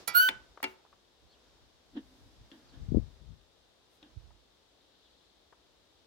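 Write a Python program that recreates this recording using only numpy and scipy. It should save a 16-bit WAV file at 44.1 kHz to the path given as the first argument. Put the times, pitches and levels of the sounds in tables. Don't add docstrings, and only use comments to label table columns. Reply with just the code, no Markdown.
import sys
import numpy as np
from scipy import signal
from scipy.fft import rfft, irfft, next_fast_len
from scipy.io import wavfile
from scipy.ndimage import uniform_filter1d

SR = 44100
rng = np.random.default_rng(int(sys.argv[2]) if len(sys.argv) > 2 else 0)


def store_wav(level_fs):
    pcm = np.round(np.clip(np.atleast_2d(level_fs), -1, 1) * 32767)
    wavfile.write(sys.argv[1], SR, pcm.T.astype(np.int16))


N = 267246
T = np.arange(N) / SR
SIDES = np.array([[1], [-1]])
LIFT_S, SEAT_S = .151, .2865

# frequency in Hz, spectral density in dB.
HUSH_SPECTRUM = [(20, -8), (55, 7.5), (110, -4), (180, -14.5), (300, -6.5), (500, -4), (800, -13.5),
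                 (1200, -22.5), (2300, -20), (3700, -5), (5500, -19), (8000, -23.5), (11000, -29),
                 (15500, -33)]
CLOTH_SPECTRUM = [(100, -12.5), (310, -6), (600, -9.5), (1600, -15.5), (2600, -19.5), (5000, -15.5),
                  (10000, -32.5), (15000, -37.5)]
MIST_SPECTRUM = [(150, -13), (300, -3.5), (700, -4), (1800, -6.5), (3200, 1), (5000, -3.5), (8000, -8),
                 (11000, -2.5), (14000, 2), (16000, 4)]
# frequency in Hz, balance in dB.
HUSH_BALANCE = [(60, 2), (400, 9.5), (1200, 24), (3500, 7.5), (6000, -5), (12000, -7.5)]
MIST_BALANCE = [(1000, 0), (4000, -2), (8000, -1.5), (14000, -14)]
# frequency in Hz, correlation.
YARD_CORRELATION = [(60, 0.45), (350, .55), (1200, 0.36), (3000, 0), (12000, 0)]
# peak time in seconds, level in dB, half-width in seconds.
PUFF_AND_RUSTLES = [(0, -55.5, 0.042), (.3, -71.5, 0.42), (1.5, -76.5, 0.19), (2.13, -75, 0.31),
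                    (2.8, -70.5, 0.4), (4.15, -79, 0.17)]
FIZZES = [(.7, -69, 0.042)]
BREEZE = [(2.1, -67.5, 1.2)]
SLEEVE_SWISHES = [(2.17, -80.5, .2), (2.56, -82, .08), (2.93, -87, .14), (3.945, -77, .04)]
INSECT_SWELLS = [(5.12, -72, 0.33), (6.05, -78, 0.23)]
# start and T60 in seconds, crack level
# in dB, centre in Hz and balance in dB, sizzle level in dB and centre in Hz, thud level in dB.
METAL_CONTACTS = [(.075, 0.041, -39, 3600, -18, -32, 11500, -41.5),
                  (0.2884, 0.027, -23, 2050, -1.5, -36.5, 8000, -46),
                  (.6283, 0.038, -33.5, 1700, 16, -35.5, 13000, -49),
                  (0.6399, 0.024, -26, 2400, 1.5, -36.5, 6200, -53.5)]
# frequency in Hz, level in dB, T60 in seconds.
STEEL_MODES = [(830, -20, .25), (970, -14, .14), (1252, -17, .5), (1346, -5, .16), (1420, -11, .2),
               (1962, -9, .28), (2304, -7, .26), (2397, -9, .14), (3370, -13, .22), (3871, -15, .14),
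               (4150, -7, .05), (4355, -9, .08), (4605, -11, .18), (4845, -13, .2), (5606, -9, .15),
               (6848, -4, .065), (8786, -14, .075), (9249, -5, .05), (10090, -2, .06), (11065, 2, .065),
               (11880, -10, .06), (12720, -11, .065), (13190, -5, .045), (13790, -6, .045),
               (14400, -8, .06), (15390, -7, .04)]
SEAT_MODES = [(3031, -24, .22), (3200, -7, .016), (3500, 0, .024), (3750, -8, .014)]
FRAME_MODES = [(226, -13, .2), (286, -6, .13), (374, -11, .34), (436, -14, .22), (526, -7, .12),
               (660, -15, .18), (732, -11, .1), (880, 5, .11), (1010, -9, .08), (1300, -9, .12),
               (1425, -8, .17), (1716, -6, .1), (2045, -1, .08), (2222, 3, .08), (2330, 3, .09),
               (2579, -7, .11), (2766, 0, .12), (3068, -5, .1), (4403, -3, .06), (4820, -8, .05),
               (5660, -9, .05)]
# start in seconds, level in dB, balance in dB.
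STEEL_PINGS = [(0.077, -29, -8.5), (0.288, -56, 2.5), (0.6308, -57, 11)]
SEAT_SNAPS = [(0.2877, -17, 11.5)]
FRAME_KNOCKS = [(0.2891, -38.5, 1.5), (.629, -38.5, -7.5), (0.6399, -34, 4.5)]
# frequency in Hz, T60 in seconds.
ECHO_T60 = [(100, .45), (400, .55), (1400, .3), (3000, .3), (6000, .22), (15000, .13)]
# frequency in Hz, level in dB.
ECHO_SPECTRUM = [(100, -3.5), (400, -6), (1400, 4), (3000, -9.5), (6000, -7.5), (15000, -19)]
# centre and half-width in Hz, left and right levels
# in dB, phase lead of the left channel in radians.
INJECTOR_RESONANCES = [(1440, 27, -27.5, -15, 2.3), (1476, 13, -13.5, -24, 3.0), (1515, 19, -25.5, -26, .7),
                       (3010, 110, -35, -32, -1.3), (4370, 100, -29, -35, .6), (6030, 200, -52, -47, 0),
                       (7560, 150, -62, -56, 0), (8620, 140, -54, -41, 0), (9090, 100, -56, -48, 1.5),
                       (10100, 100, -51, -37, 0), (11620, 100, -39, -36, 1.2), (13030, 150, -42, -23, -.6),
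                       (14350, 150, -43, -30, 1.5), (15110, 90, -45, -30, 1), (15680, 100, -48, -29, 0)]
# centre time in seconds, peak level in dB, time scale in seconds, balance in dB.
GUSTS = [(.357, -55.5, .053, 4), (1.244, -58.5, 0.021, -28.5), (1.95, -59, 0.04, 20.5),
         (2.814, -43, 0.055, 6), (2.961, -25, 0.036, 33.5), (3.082, -53, 0.017, 22),
         (3.227, -46.5, 0.0091, 36), (3.303, -45, .049, 19), (4.171, -45.5, 0.0089, -7),
         (4.247, -53, 0.091, -16.5)]
EDDY_SLAPS = [(2.889, -29.5, 0.0019, 21), (2.922, -20, 0.00093, 44), (2.9474, -16, 0.00069, 44),
              (2.9724, -14, 0.0008, 45), (2.982, -17.5, 0.00088, 45), (4.173, -37.5, 0.0031, -25)]
# start in seconds, level in dB, T60 in seconds, balance in dB.
LINKAGE_TICKS = [(0.574, -43, 0.034, 5.5), (0.603, -45.5, .019, .5), (0.849, -53.5, .029, -4),
                 (.863, -56, .02, -6), (0.928, -56, 0.052, 3), (4.306, -59.5, 0.045, 7.5),
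                 (5.524, -53.5, 0.063, 5.5)]
# peak time in seconds, level in dB, first and last pitch in Hz, half-width in seconds.
CHIRPS = [(1.317, -66, 4200, 4600, .025), (1.34, -65.5, 3400, 2900, 0.019), (2.701, -66, 4480, 4230, 0.014),
          (5.064, -67, 3880, 2900, 0.027)]
# peak time in seconds, level in dB, rise and fall time constants
# in seconds, relative level of the upper modes in dB.
TOUCHES = [(1.975, -33, 0.011, 0.014, -16), (2.12, -65, 0.11, 0.21, -14),
           (2.52, -53.5, 0.0017, 0.051, -6.5), (2.74, -57.5, 0.01, 0.049, -5),
           (4.027, -56, 0.00053, 0.045, -5)]
# centre in Hz, bandwidth in Hz, level in dB.
CASE_MODES = [(720, 620, -1), (1650, 340, 1), (3230, 830, -1.5)]
# start in seconds, level in dB, T60 in seconds.
NAIL_CLICKS = [(2.516, -47, 0.015), (4.028, -49, 0.023)]


def from_db(db):
    return 10 ** (np.asarray(db) / 20)


def unit_rms(x):
    return x / np.sqrt(np.mean(x ** 2) + 1e-20)


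def at_hz(points, hz):
    frequencies, values = np.array(points).T
    return np.interp(np.log(np.maximum(hz, 1)), np.log(frequencies), values)


def pan(balance_db):
    return unit_rms(from_db(SIDES / 2 * balance_db))


def band_noise(low_hz, high_hz, shape=(2, N)):
    sos = signal.butter(2, [max(low_hz, 10), min(high_hz, SR * .45)], "band", fs=SR, output="sos")
    return signal.sosfilt(sos, rng.standard_normal(shape))


def coloured_noise(spectrum, balance=None, correlation=None):
    size = next_fast_len(N)
    hz = np.fft.rfftfreq(size, 1 / SR)
    mid, side = rfft(rng.standard_normal((2, size)))
    alike = 0 if correlation is None else np.clip(at_hz(correlation, hz), -1, 1)
    white = np.sqrt(1 + alike) * mid + SIDES * np.sqrt(1 - alike) * side
    level_db = at_hz(spectrum, hz) + (0 if balance is None else SIDES * at_hz(balance, hz) / 2)
    return unit_rms(irfft(white * from_db(level_db), size)[:, :N])


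def drift(rate_hz):
    pole = np.exp(-2 * np.pi * rate_hz / SR)
    return unit_rms(signal.lfilter([1], [1, -2 * pole, pole * pole], rng.standard_normal(N)))


def steadied(noise, span_s):
    power = uniform_filter1d(noise ** 2, max(int(span_s * SR), 2))
    return noise / np.sqrt(np.abs(power) + 1e-12)


def bell(peak_s, span_s):
    return np.exp(-np.minimum(((T - peak_s) / span_s) ** 2, 20))


def swells(rows):
    return sum(from_db(db) * bell(peak_s, span_s) for peak_s, db, span_s in rows)


def add(out, start_s, sound):
    at = max(int(start_s * SR), 0)
    out[:, at:at + sound.shape[-1]] += sound[:, :N - at]


def burst(start_s, level_db, t60, balance_db, hz, octaves):
    out, t = np.zeros((2, N)), T[:SR // 4]
    noise = band_noise(hz / 2 ** (octaves / 2), hz * 2 ** (octaves / 2), (2, 2 * len(t)))
    noise = steadied(noise + .6 * noise[::-1], .0091)[:, len(t):]
    envelope = from_db(level_db - 60 * t / t60) * (1 - np.exp(-t / .0002))
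    add(out, start_s, pan(balance_db) * noise * envelope)
    return out


def yard_hush():
    return from_db(-69) * coloured_noise(HUSH_SPECTRUM, HUSH_BALANCE, YARD_CORRELATION)


def puff_and_clothing():
    noise = coloured_noise(CLOTH_SPECTRUM, correlation=YARD_CORRELATION)
    puff = swells(PUFF_AND_RUSTLES[:1])
    rustle = from_db(-70.5) + swells(PUFF_AND_RUSTLES[1:])
    sleeve = swells(SLEEVE_SWISHES) * unit_rms(band_noise(8000, 13500))
    return (puff + rustle) * noise + sleeve


def metal_contacts():
    out = np.zeros((2, N))
    for start, t60, crack_db, crack_hz, balance_db, sizzle_db, sizzle_hz, thud_db in METAL_CONTACTS:
        out += burst(start, crack_db, t60, balance_db, hz=crack_hz, octaves=1)
        out += burst(start, sizzle_db, t60, balance_db=-19, hz=sizzle_hz, octaves=1.25)
        out += burst(start, thud_db, t60=.34, balance_db=-10, hz=520, octaves=5)
    return out


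def struck_metal(modes, blows, lead_rad):
    out, t = np.zeros((2, N)), T[:SR // 2]
    attack = 1 - np.exp(-t / .0005)
    for start, level_db, balance_db in blows:
        for k, (hz, mode_db, t60) in enumerate(modes):
            phase_shift = SIDES * lead_rad / 2 * min(hz / 1000, 1)
            wave = (-1) ** k * np.sin(2 * np.pi * hz * t + phase_shift)
            decay = from_db(level_db + mode_db - 60 * t / t60)
            add(out, start, pan(balance_db) * wave * decay * attack)
    return out


def echoes(direct):
    t, tail = T[:SR * 3 // 4], 0
    for hz in 125 * 2. ** np.arange(8):
        noise = band_noise(hz / np.sqrt(2), hz * np.sqrt(2), (2, len(t)))
        tail += noise * from_db(at_hz(ECHO_SPECTRUM, hz) - 60 * t / at_hz(ECHO_T60, hz))
    return signal.fftconvolve(direct, tail * (1 - np.exp(-t / .0053)), axes=1)[:, :N]


def needle_motion():
    attack_db_per_s, release_db_per_s = 1698, 1617.5
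    start_hz, climb_hz_per_s, top_hz = 1419, 1170, 1515
    open_db = np.minimum(attack_db_per_s * (T - LIFT_S), release_db_per_s * (SEAT_S - T))
    bounce_hz = np.minimum(start_hz + climb_hz_per_s * (T - LIFT_S), top_hz)
    jitter = 1 + .0018 * drift(600)
    phase = 2 * np.pi * np.cumsum(bounce_hz * jitter) / SR
    return np.clip(open_db, -200, 0), bounce_hz, phase


def squeal(open_db, bounce_hz, phase):
    live = open_db > -70
    t, open_db, bounce_hz, phase = T[live], open_db[live], bounce_hz[live], phase[live]
    treble_db = 1.2 * open_db - 238.5 * np.maximum(t - .23, 0)
    dip_db = -7 * np.exp(-((t - .194) / .006) ** 2)
    out = np.zeros((2, N))
    for k in range(1, 12):
        response = 0
        for hz, half_width, left_db, right_db, lead_rad in INJECTOR_RESONANCES:
            peak = from_db([[left_db], [right_db]]) * np.exp(.5j * lead_rad * SIDES)
            response += peak / (1 + ((k * bounce_hz - hz) / half_width) ** 2)
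        shimmer_db = .21 * k * drift(200)[live]
        level_db = open_db + treble_db * k * bounce_hz / 10000 + shimmer_db + (dip_db if k == 1 else 0)
        out[:, live] += np.sqrt(2) * from_db(level_db) * np.real(response * np.exp(1j * k * phase))
    return out


def fuel_mist(open_db, phase):
    level_db = -31.5 + open_db - 29 * (T - LIFT_S)
    puffs = 1 + .4 * np.cos(phase)
    return from_db(level_db) * puffs * coloured_noise(MIST_SPECTRUM, MIST_BALANCE)


def nozzle_tip():
    return from_db(-33) * pan(-6) * np.sin(2 * np.pi * 11075 * T) * bell(.195, .023)


def wind():
    force = pan(3) * swells(BREEZE) * from_db(7 * drift(rate_hz=4.9))
    for peak_s, level_db, span_s, balance_db in GUSTS:
        force += pan(balance_db) * from_db(level_db) * np.exp(-np.minimum(np.abs(T - peak_s) / span_s, 20))
    corner_hz = 85 * (force / from_db(-41.5) + .23) ** .22
    slope_db_per_octave, low_hz = 17, 41.62
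    out = np.zeros((2, N))
    for hz in 45 * 2. ** np.arange(5):
        eddies = steadied(band_noise(hz / np.sqrt(2), hz * np.sqrt(2)), 4 / hz)
        treble_loss = from_db(2 * slope_db_per_octave * np.log2(hz / corner_hz))
        bass_loss = (low_hz / hz) ** 4
        out += force * eddies / np.sqrt(1 + treble_loss + bass_loss)
    for centre_s, level_db, span_s, balance_db in EDDY_SLAPS:
        age = (T - centre_s) / span_s
        out += pan(balance_db) * from_db(level_db) * age * np.exp(-np.minimum(age ** 2 - 1, 100) / 2)
    return signal.sosfiltfilt(signal.butter(4, 1150, fs=SR, output="sos"), out)


def linkage():
    return sum(burst(start, db, t60, balance_db, hz=970, octaves=.91)
               + burst(start, db - 5.5, t60, balance_db, hz=520, octaves=1.1)
               for start, db, t60, balance_db in LINKAGE_TICKS)


def fizz():
    return swells(FIZZES) * pan(-6) * unit_rms(band_noise(6000, 21000))


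def birds():
    out = np.zeros(N)
    for peak_s, level_db, first_hz, last_hz, span_s in CHIRPS:
        glide_hz = np.interp(T, [peak_s - span_s, peak_s + span_s], [first_hz, last_hz])
        phase = 2 * np.pi * np.cumsum(glide_hz * (1 + .06 * drift(500))) / SR
        out += from_db(level_db) * bell(peak_s, span_s) * np.sin(phase)
    return pan(3.3) * out


def fingers():
    hum_hz, hum_width_hz = 275.3, 65.4
    hum = steadied(band_noise(hum_hz - hum_width_hz / 2, hum_hz + hum_width_hz / 2, N), .018)
    rasp = unit_rms(sum(from_db(db) * band_noise(hz - width / 2, hz + width / 2)
                        for hz, width, db in CASE_MODES))
    out = np.zeros((2, N))
    for peak_s, level_db, rise_s, fall_s, upper_db in TOUCHES:
        distance = np.maximum((peak_s - T) / rise_s, (T - peak_s) / fall_s)
        pressure = np.exp(-np.minimum(distance, 20))
        out += from_db(level_db) * pressure * (hum + from_db(upper_db) * rasp)
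    return out


def fingernails():
    return sum(burst(start, db, t60, balance_db=11, hz=3250, octaves=.39)
               + burst(start, db - 8.5, t60, balance_db=11, hz=1480, octaves=2.6)
               for start, db, t60 in NAIL_CLICKS)


def insects():
    return swells(INSECT_SWELLS) * pan(6.3) * unit_rms(band_noise(3240, 4400))


def scene():
    open_db, bounce_hz, phase = needle_motion()
    rig = squeal(open_db, bounce_hz, phase) + fuel_mist(open_db, phase) + nozzle_tip()
    rig += fizz() + metal_contacts() + linkage()
    rig += struck_metal(STEEL_MODES, STEEL_PINGS, lead_rad=1.2)
    rig += struck_metal(SEAT_MODES, SEAT_SNAPS, lead_rad=1.92)
    rig += struck_metal(FRAME_MODES, FRAME_KNOCKS, lead_rad=2.44)
    near = rig + fingernails()
    reflected = from_db(-45) * echoes(near)
    return near + reflected + fingers() + wind() + birds() + yard_hush() + insects() + puff_and_clothing()


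def record(dry):
    dry = signal.sosfilt(signal.butter(4, 38, "high", fs=SR, output="sos"), dry)
    return signal.sosfilt(signal.ellip(10, .2, 80, 15900, fs=SR, output="sos"), dry)


dry = scene()
out = record(dry)
store_wav(out)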